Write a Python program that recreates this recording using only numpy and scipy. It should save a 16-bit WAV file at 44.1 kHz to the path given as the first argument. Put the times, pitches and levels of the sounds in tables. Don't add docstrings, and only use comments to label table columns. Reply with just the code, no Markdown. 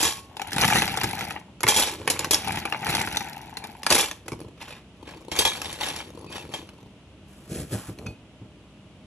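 import sys
import numpy as np
from scipy import signal
from scipy.fft import rfft, irfft, next_fast_len
from scipy.io import wavfile
from scipy.ndimage import uniform_filter1d

SR = 44100
rng = np.random.default_rng(int(sys.argv[2]) if len(sys.argv) > 2 else 0)


def generate_wav(signal):
    frames = np.transpose(np.atleast_2d(signal))
    scaled = np.clip(frames, -1, 1) * 32767
    pcm = np.round(scaled).astype(np.int16)
    wavfile.write(sys.argv[1], SR, pcm)


N = 399535
TIME = np.arange(N) / SR
SHELL_SAMPLES = 5000
TOUCH_S = .0003

# [f/Hz, relative level/dB, t60/s]
POT_MODES = [(475, -5, .07), (880, -1, .12), (1720, -9, .16), (2370, -6, .13), (3284, 1, .22),
             (3360, 1, .1), (3772, -5, .18), (5352, -5, .17), (6204, -6, .17), (7073, -5, .17),
             (7392, -3, .17), (10765, -4, .15)]
# [f/Hz, relative level/dB, t60/s]
BOTTOM_MODES = [(84, -10, 0.11), (168, -11.5, 0.12), (354, -3, 0.023), (468, 2, 0.013)]
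# [f/Hz, relative density level/dB]
BASIN_SPECTRUM = [(300, -44), (680, 6.5), (850, 12), (1000, 1), (1500, -22.5), (8000, -60)]
# [f/Hz, relative density level/dB]
SHELL_SPECTRUM = [(60, -17.5), (200, 2.5), (450, 7.5), (680, 2), (900, 6.5), (1250, -4), (2200, -1),
                  (5500, -3), (8500, -7.5), (11000, -3), (12500, -15.5), (15000, -47)]
# [f/Hz, relative density level/dB]
RUMBLE_SPECTRUM = [(25, -44.5), (55, 1.5), (100, 4), (320, -1.5), (500, -8.5), (1200, -23.5),
                   (12000, -94.5)]
# [start t/s, end t/s]
IN_BASIN = [(.3, 1.55), (2.42, 3.75)]


def undb(db):
    return 10 ** (np.asarray(db) / 20)


def unit(x):
    return x / np.sqrt(np.sum(x ** 2))


def level(x, db=0):
    return x * undb(db) / np.sqrt(np.mean(x ** 2))


def fade(t60):
    return np.exp(-np.log(1000) * TIME[:SR // 2] / max(t60, 1 / SR))


def through(x, response):
    return signal.oaconvolve(np.atleast_2d(x), np.atleast_2d(response), axes=1)[:, :x.shape[-1]]


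def add(track, s, sound):
    start = max(int(s * SR), 0)
    track[:, start:start + sound.shape[-1]] += sound[..., :N - start]


def colour(points, size=4096):
    hz, db = np.transpose(points)
    bins_hz = np.arange(size // 2 + 1) * SR / size
    spectrum_db = np.interp(np.log(bins_hz + 1), np.log(hz), db)
    cepstrum = irfft(np.log(undb(spectrum_db)))
    cepstrum[1:size // 2] *= 2
    cepstrum[size // 2 + 1:] = 0
    return unit(irfft(np.exp(rfft(cepstrum))))


def ring(modes, scatter_db=0, detune=0):
    t = TIME[:SR // 2]
    total = np.zeros(len(t))
    for (hz, db, t60), (strength, sign, shift) in zip(modes, rng.standard_normal((len(modes), 3))):
        tone = np.sin(2 * np.pi * hz * (1 + detune * shift) * t)
        total += undb(db + scatter_db * strength) * np.sign(sign) * fade(t60) * tone
    return unit(total)


def brighten(x, treble_db, split_hz=4000, order=2):
    body = signal.sosfiltfilt(signal.butter(order, split_hz, fs=SR, output="sos"), x)
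    return body + undb(treble_db) * (x - body)


def stroke(s, hold_s, rise_db_per_s, fall_db_per_s):
    early_s = np.maximum(s - TIME, 0)
    late_s = np.maximum(TIME - s - hold_s, 0)
    return undb(-rise_db_per_s * early_s - fall_db_per_s * late_s) + 1e-12


def during(spans):
    gate = sum(1. * ((TIME > start) & (TIME < end)) for start, end in spans)
    return uniform_filter1d(gate, SR // 20)


def pock(t60, count):
    low_hz, high_hz = 982, 2750
    t = TIME[:SHELL_SAMPLES]
    hz = low_hz * (high_hz / low_hz) ** ((np.arange(count) + rng.random(count)) / count)
    phase = rng.random((count, 1))
    notes = np.sin(2 * np.pi * (hz[:, None] * t + phase)).sum(0)
    return unit(notes * fade(t60)[:len(t)] * (1 - np.exp(-t / TOUCH_S)))


def shell(ring_t60, crack_t60, echo_db, echo_t60, side_t60=0.12, side_db=-12, count=10):
    size = SHELL_SAMPLES
    t = TIME[:size]
    hz = np.geomspace(1100, 11000, count) * np.exp(rng.uniform(-0.204, .2, count))
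    strengths = rng.normal(size=(count, 1)) * hz[:, None] ** 0.58
    modes = (np.sin(2 * np.pi * hz[:, None] * t) * strengths).sum(0)
    crack, echoes, rim = rng.standard_normal((3, size))
    mid = unit(modes * fade(ring_t60)[:size])
    mid = mid + unit(crack * fade(crack_t60)[:size])
    mid = mid + undb(echo_db) * unit(echoes * fade(echo_t60)[:size])
    mid = unit(mid * (1 - np.exp(-t / TOUCH_S)))
    band = signal.butter(2, [1800, 11000], "band", fs=SR, output="sos")
    side = signal.sosfilt(band, rim * fade(side_t60)[:size])
    return mid + undb(side_db) * unit(side) * np.array([[1], [-1]])


def jostle(rate, spread_db, ring_t60, count, bunch_db=0, hollow=0):
    strengths_db = spread_db * np.minimum(rng.exponential(size=N), 3)
    sizes = (rng.random(N) < rate / SR) * undb(strengths_db)
    sizes = sizes / np.sqrt(np.abs(uniform_filter1d(sizes ** 2, int(.06 * SR))) + 1 / SR)
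    slips = np.arange(0, N / SR, .014)
    sizes = sizes * undb(bunch_db * np.interp(TIME, slips, rng.uniform(-1, 1, len(slips))))
    owner = rng.integers(count, size=N)
    shells = []
    for k in range(count):
        if k < hollow * count:
            shells.append(pock(t60=.011, count=2) * np.ones((2, 1)))
        else:
            shells.append(shell(ring_t60, crack_t60=.005, echo_db=-7, echo_t60=.045))
    out = np.zeros((2, N))
    for i in np.flatnonzero(sizes):
        add(out, TIME[i], sizes[i] * shells[owner[i]][:, :SR // 20])
    return out


def kitchen(noise_db=-49.5, apart_db=-16, diffuse_db=14, diffuse_hz=1650, hum_db=-60):
    # [f/Hz, relative density level/dB]
    room_spectrum = [(25, -36), (60, 0.5), (200, -3.5), (300, -6), (500, -14.5), (1800, -23.5), (2900, -17),
                     (4500, -29.5), (11300, -37.5), (13000, -79.5)]
    # [f/Hz, relative level/dB, t60/s]
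    hum_modes = [(196.4, -2.5, 0.63), (617, 0, 0.12)]
    noise = through(rng.standard_normal((3, N)), colour(room_spectrum))
    shared, left, right = level(noise, noise_db)
    hum = level(through(rng.standard_normal(N), ring(hum_modes)), hum_db)
    apart = brighten(np.array([left, right]), diffuse_db, diffuse_hz)
    return brighten(shared, -diffuse_db, diffuse_hz) + hum + undb(apart_db) * apart


def slides(gain_db=4, wall_db=-2, bottom_db=-27, count=8):
    # [t/s, hold/s, relative level/dB, treble against body level/dB]
    slide_events = [(0.0, 0.097, -35.5, 7), (1.689, 0.1, -36.5, 6), (1.775, 0.09, -31, 0.5),
                    (1.978, 0.12, -49.5, -7), (2.139, 0.076, -37, -15), (2.334, 0.018, -31.5, -13),
                    (3.911, 0.093, -28.5, 0), (4.608, 0.12, -47, -8), (5.087, 0.0074, -45, -11),
                    (5.356, 0.094, -36.5, 1), (5.472, 0.026, -33, 0.5), (5.568, 0.43, -44.5, -1.5),
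                    (5.814, 0.066, -36, -3), (6.324, 0.071, -47, -2), (6.532, 0.037, -46.5, -2)]
    rise_db_per_s, fall_db_per_s = 594, 209
    strokes = [undb(db) * stroke(s, hold_s, rise_db_per_s, fall_db_per_s) for s, hold_s, db, _ in slide_events]
    gain = np.max(strokes, axis=0)
    bright_db = np.array(slide_events)[:, 3][np.argmax(strokes, axis=0)]
    contacts = jostle(rate=1000, spread_db=4.0, ring_t60=0.02, count=40, bunch_db=5.5, hollow=.05)
    scrape = brighten(through(contacts * gain, colour(SHELL_SPECTRUM)), bright_db)
    wall = unit(sum(ring(POT_MODES, detune=.022) for _ in range(count)) * fade(.25))
    pressed = contacts * gain * (gain / gain.max()) ** .25
    singing = through(brighten(pressed, np.minimum(bright_db, 0), 2000), wall)
    bottom = level(through(contacts, ring(BOTTOM_MODES))) * np.sqrt(gain)
    return undb(gain_db) * scrape + undb(wall_db) * singing + undb(bottom_db) * bottom


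def knocks(gain_db=19, treble_db=8, wall_db=-3, bottom_db=-10, rim_db=-5):
    # [t/s, relative body level/dB, treble against body level/dB before treble_db,
    # relative wall ring level/dB, rebound against first blow level/dB]
    landings = [(0.005, -21.5, 0.5, 0, 4.5), (0.05, -17.5, -18, 8, -22), (1.685, -14, 3.5, 8, -10.5),
                (1.763, -21.5, 4.5, 15, -10), (1.772, -17, 0.5, -9, 3.5), (2.1, -15, 1.5, -11.5, -39),
                (2.309, -14.5, 4, 1, -3.5), (3.914, -11.5, -24, -13, -24), (3.924, -13, 0, -22, -3),
                (3.986, -22.5, 4, 3.5, 1.5), (5.316, -18, -11.5, -6, -33), (5.389, -13, 0, 0.5, -10),
                (5.451, -14.5, -4.5, 7, -8.5), (6.538, -21.5, -14, -4.5, -12)]
    # [f/Hz, relative level/dB, t60/s]
    rim_modes = [(1098, 6, .75), (1776, -3, .45), (2353, 0, .4), (2654, 1, .45), (3192, 0, .6)]
    rebound_s, rim_start_s = .023, 0.033
    out, body = np.zeros((2, N)), colour(SHELL_SPECTRUM)
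    for s, db, bright_db, ring_db, rebound_db in landings:
        for at, blow_db in (s, db), (s + rebound_s, db + rebound_db):
            hit = through(shell(ring_t60=0.055, crack_t60=0.062, echo_db=4.0, echo_t60=0.11, side_t60=0.079), body)
            add(out, at, undb(blow_db + gain_db) * brighten(hit, bright_db + treble_db))
            wall = ring(POT_MODES, scatter_db=3, detune=.012)
            add(out, at, undb(blow_db + gain_db + wall_db + ring_db) * wall)
        add(out, s, undb(db + gain_db + bottom_db) * ring(BOTTOM_MODES, detune=.06))
    wash = sum(ring(rim_modes, detune=.08) for _ in range(3)) * fade(.7) / 2
    add(out, rim_start_s, undb(rim_db) * (ring(rim_modes) + wash))
    return out


def clacks(gain_db=13.0, treble_db=9, pock_db=-3, split_hz=3200, hollow_db=4):
    # [t/s, relative body level/dB, treble against body level/dB before treble_db]
    collisions = [(0.368, -27.5, -6.5), (0.396, -22, -17), (0.417, -19.5, -9), (0.531, -23.5, 0.5),
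                  (0.582, -13.5, -6.5), (0.616, -15, -0.5), (0.628, -12.5, -30.5), (0.635, -6.5, -20),
                  (0.645, -8, -25), (0.725, -8.5, -27), (0.756, -9.5, -12), (0.765, -10, -18),
                  (0.82, -7, -12.5), (0.878, -15.5, -10), (0.973, -15, -6.5), (1.013, -17, -7.5),
                  (1.034, -15.5, -4), (1.041, -12.5, -10), (1.11, -21.5, -10), (1.181, -23.5, -23),
                  (1.209, -17.5, -9.5), (1.307, -17.5, -15), (1.362, -20.5, -36), (1.606, -24.5, -6.5),
                  (1.632, -14, -3), (1.637, -6.5, -39), (1.667, -10, -13.5), (1.678, -6.5, -11),
                  (2.076, -5.5, -13), (2.192, -21.5, 5), (2.245, -12.5, -7.5), (2.344, -19, 8.5),
                  (2.474, -15.5, -15), (2.572, -17, -18), (2.653, -13, -18), (2.724, -11, -21.5),
                  (2.746, -17, -29), (2.867, -14, -14), (2.95, -12, -5), (3.015, -20, -4),
                  (3.074, -17.5, -19), (3.17, -19.5, 1.5), (3.207, -20.5, -13), (3.57, -23.5, -4.5),
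                  (3.64, -23.5, -9), (3.832, -23, -5), (3.865, -6.5, -10), (3.903, -13.5, 0.5),
                  (3.952, -16, 2), (4.112, -20.5, -6.5), (4.281, -22, -8), (4.624, -32.5, -5),
                  (5.363, -25.5, -1), (5.617, -20, -7), (5.728, -29, 1), (5.886, -25, -1),
                  (5.962, -29, 0.5), (6.69, -34.5, -11), (7.987, -34, -6.5), (8.065, -27, -11)]
    chatter_s, chatter_db = .005, -5.5
    out, body = np.zeros((2, N)), colour(SHELL_SPECTRUM)
    for s, db, bright_db in collisions:
        contact = through(shell(ring_t60=.025, crack_t60=.016, echo_db=-4, echo_t60=.05, side_t60=.04), body)
        contact = contact + undb(pock_db) * pock(t60=.026, count=3)
        again = through(shell(ring_t60=.025, crack_t60=.016, echo_db=-3, echo_t60=.06), body)
        first = brighten(contact, bright_db + treble_db, split_hz, order=5)
        add(out, s, undb(db + gain_db) * first)
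        second = brighten(again, bright_db, split_hz)
        add(out, s + chatter_s * rng.uniform(.5, 2.4), undb(db + gain_db + chatter_db) * second)
    hollow = colour(BASIN_SPECTRUM)
    hollow = hollow / np.abs(rfft(hollow)).max()
    return out + undb(hollow_db) * through(out * during(IN_BASIN), hollow)


def scoops(gain_db=-2, effort_slope=0.95, tick_db=-11.5, tick_treble_db=6, hollow_db=-16, rumble_db=-7):
    # [t/s, hold/s, relative level/dB]
    digs = [(0.62, .17, -24), (0.987, 0.26, -35), (2.465, 0.12, -33), (2.9, 0.11, -28.5),
            (3.134, 0.024, -32.5), (3.586, 0.12, -46.5)]
    # [f/Hz, relative density level/dB]
    digging_spectrum = [(60, 10.5), (200, 18.5), (550, -8.5), (1100, 6.5), (2400, 7), (5500, 4), (8500, -1),
                        (11000, 7), (12500, -3), (15000, -32.5)]
    rise_db_per_s, fall_db_per_s = 126, 189
    slump_db, slump_db_per_s, slump_s = -4, 37, 0.37
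    gain = np.zeros(N)
    for s, hold_s, db in digs:
        dig = stroke(s, hold_s, rise_db_per_s, fall_db_per_s)
        slump = stroke(s, slump_s, rise_db_per_s, fall_db_per_s) * stroke(s, hold_s, 0, slump_db_per_s)
        gain = np.maximum(gain, undb(db) * np.maximum(dig, undb(slump_db) * slump))
    effort_db = 20 * np.log10(gain / gain.max() + 0.0065)
    contacts = jostle(rate=600, spread_db=3.5, ring_t60=.022, count=90, bunch_db=3.2, hollow=.25)
    body = colour(digging_spectrum)
    grind = undb(gain_db) * brighten(through(contacts * gain, body), effort_slope * effort_db)
    slips = jostle(rate=70, spread_db=3.3, ring_t60=.008, count=40)
    ticks = undb(tick_db) * brighten(through(slips * gain, body), tick_treble_db)
    hollow = undb(hollow_db) * level(through(contacts, colour(BASIN_SPECTRUM))) * gain ** 0.64
    bottom = undb(rumble_db) * level(through(contacts, colour(RUMBLE_SPECTRUM))) * gain
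    return grind + ticks + bottom + hollow


def bumps(gain_db=17):
    # [t/s, relative level/dB]
    bump_events = [(1.039, -15.5), (1.644, -16.5), (4.323, -19), (4.445, -26.5), (7.744, -14),
                   (7.885, -18.5), (8.062, -20.5), (8.414, -25)]
    # [f/Hz, relative level/dB, t60/s]
    counter_modes = [(110, 0, 0.19)]
    out, body = np.zeros((2, N)), colour(RUMBLE_SPECTRUM)
    for s, db in bump_events:
        burst = unit(through(rng.standard_normal(SR // 2) * fade(0.2), body))
        add(out, s, undb(db + gain_db) * unit(ring(counter_modes) + burst))
    return out


def rolls(bottom_db=-1, shell_db=-3, treble_db=-16, split_hz=900):
    # [t/s, hold/s, relative level/dB]
    roll_events = [(1.883, 0.43, -40), (4.321, 0.021, -34), (5.046, 0.9, -46.5), (6.095, 0.52, -45.5),
                   (6.81, 0.0084, -49.5)]
    rise_db_per_s, fall_db_per_s = 242, 131
    gain = sum(undb(db) * stroke(s, hold_s, rise_db_per_s, fall_db_per_s) for s, hold_s, db in roll_events)
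    contacts = jostle(rate=130, spread_db=4.0, ring_t60=.02, count=30, bunch_db=5)
    mutter = brighten(through(contacts, colour(SHELL_SPECTRUM)), treble_db, split_hz)
    bottom = level(through(contacts, ring(BOTTOM_MODES)), bottom_db)
    return gain * (bottom + level(mutter, shell_db))


def clinks():
    # [t/s, length/s, peak level of each skip/dB]
    clink_events = [(4.711, 0.027, -44), (6.269, 0.14, -47), (8.061, 0.019, -36.5)]
    # [f/Hz, relative level/dB, t60/s]
    utensil_modes = [(2530, 0, .25), (3560, -12, .16), (4570, -9, .18)]
    skip_s = .011
    out = np.zeros((2, N))
    for s, length_s, db in clink_events:
        for skip in range(1 + int(length_s / skip_s)):
            clink = ring(utensil_modes, detune=.035 if skip else 0)
            at = s + skip_s * max(skip - rng.random(), 0)
            add(out, at, undb(db) * clink / np.abs(clink).max())
    return out


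def rubs():
    # [t/s, hold/s, rumble level/dB, hiss level/dB]
    rub_events = [(7.293, 0.28, -64, -58.5), (7.523, 0.095, -31.5, -39.5), (7.733, 0.0049, -27.5, -33),
                  (7.777, 0.12, -72, -46), (7.989, 0.12, -40, -60)]
    # [f/Hz, relative density level/dB]
    hiss_spectrum = [(300, -1.5), (800, 18), (4000, 6), (11000, 12), (15000, -13)]
    rise_db_per_s, fall_db_per_s = 480, 328
    slips = jostle(rate=1200, spread_db=1, ring_t60=.005, count=12)
    rumble = level(through(slips, colour(RUMBLE_SPECTRUM)))
    hiss = level(through(slips, colour(hiss_spectrum)))
    out = np.zeros((2, N))
    for s, hold_s, low_db, high_db in rub_events:
        movement = stroke(s, hold_s, rise_db_per_s, fall_db_per_s)
        out += movement * (undb(low_db) * rumble + undb(high_db) * hiss)
    return out


def room(x, t60_s=.28, wet_db=-14, apart_db=-15, apart_hz=260):
    envelope = fade(t60_s) * (1 - np.exp(-TIME[:SR // 2] / 0.0019))
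    shared, left, right = (unit(rng.standard_normal(SR // 2) * envelope) for _ in range(3))
    apart = signal.sosfilt(signal.butter(2, apart_hz, "high", fs=SR, output="sos"), [left, right])
    return through(x, undb(wet_db) * shared + undb(apart_db) * apart)


def aside(x, turn, lift_db):
    # [f/Hz, level difference/dB]
    port_balance = [(280, -0.5), (720, 10.5), (1600, 0)]
    centre_hz, width_hz = 3400, 1150
    size = next_fast_len(N + SR // 10)
    hz = np.arange(size // 2 + 1) * SR / size
    band = np.exp(-((hz - centre_hz) / width_hz) ** 2)
    left_db = np.interp(hz, *np.transpose(port_balance))
    sides = np.array([[1], [-1]]) / 2
    gain = undb(sides * left_db + lift_db * band)
    phase = np.exp(1j * sides * turn * band)
    return irfft(rfft(x, size) * gain * phase, size)[:, :N]


def scene():
    # [start t/s, end t/s]
    far_side = [(5.0, 6.75)]
    close = slides() + knocks() + clacks() + scoops() + bumps() + rolls() + clinks() + rubs()
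    heard = close + room(close)
    basin, far = during(IN_BASIN), during(far_side)
    elsewhere = heard * (1 - basin - far)
    at_basin = aside(heard * basin, turn=1.3, lift_db=3.5)
    at_far_side = aside(heard * far, turn=-3.1, lift_db=2.5)
    return elsewhere + at_basin + at_far_side + kitchen()


def record(dry):
    # [f/Hz, phase/rad]
    port_lead = [(1900, 0), (3100, 1.1), (4200, 1.2), (4800, 3.0), (5200, 5.1), (6000, 6.3), (9300, 9.6),
                 (12000, 12.55)]
    bass_hz, top_hz = 42, 15750
    size = next_fast_len(N + SR // 10)
    hz = np.arange(size // 2 + 1) * SR / size
    lead = np.interp(hz, *np.transpose(port_lead))
    sides = np.array([[1], [-1]]) / 2
    ports = irfft(rfft(dry, size) * np.exp(1j * sides * lead), size)[:, :N]
    ports = signal.sosfilt(signal.butter(2, bass_hz, "high", fs=SR, output="sos"), ports)
    clipped = np.clip(ports, -1, 1)
    return signal.sosfilt(signal.ellip(8, .2, 70, top_hz, fs=SR, output="sos"), clipped)


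dry = scene()
out = record(dry)
generate_wav(out)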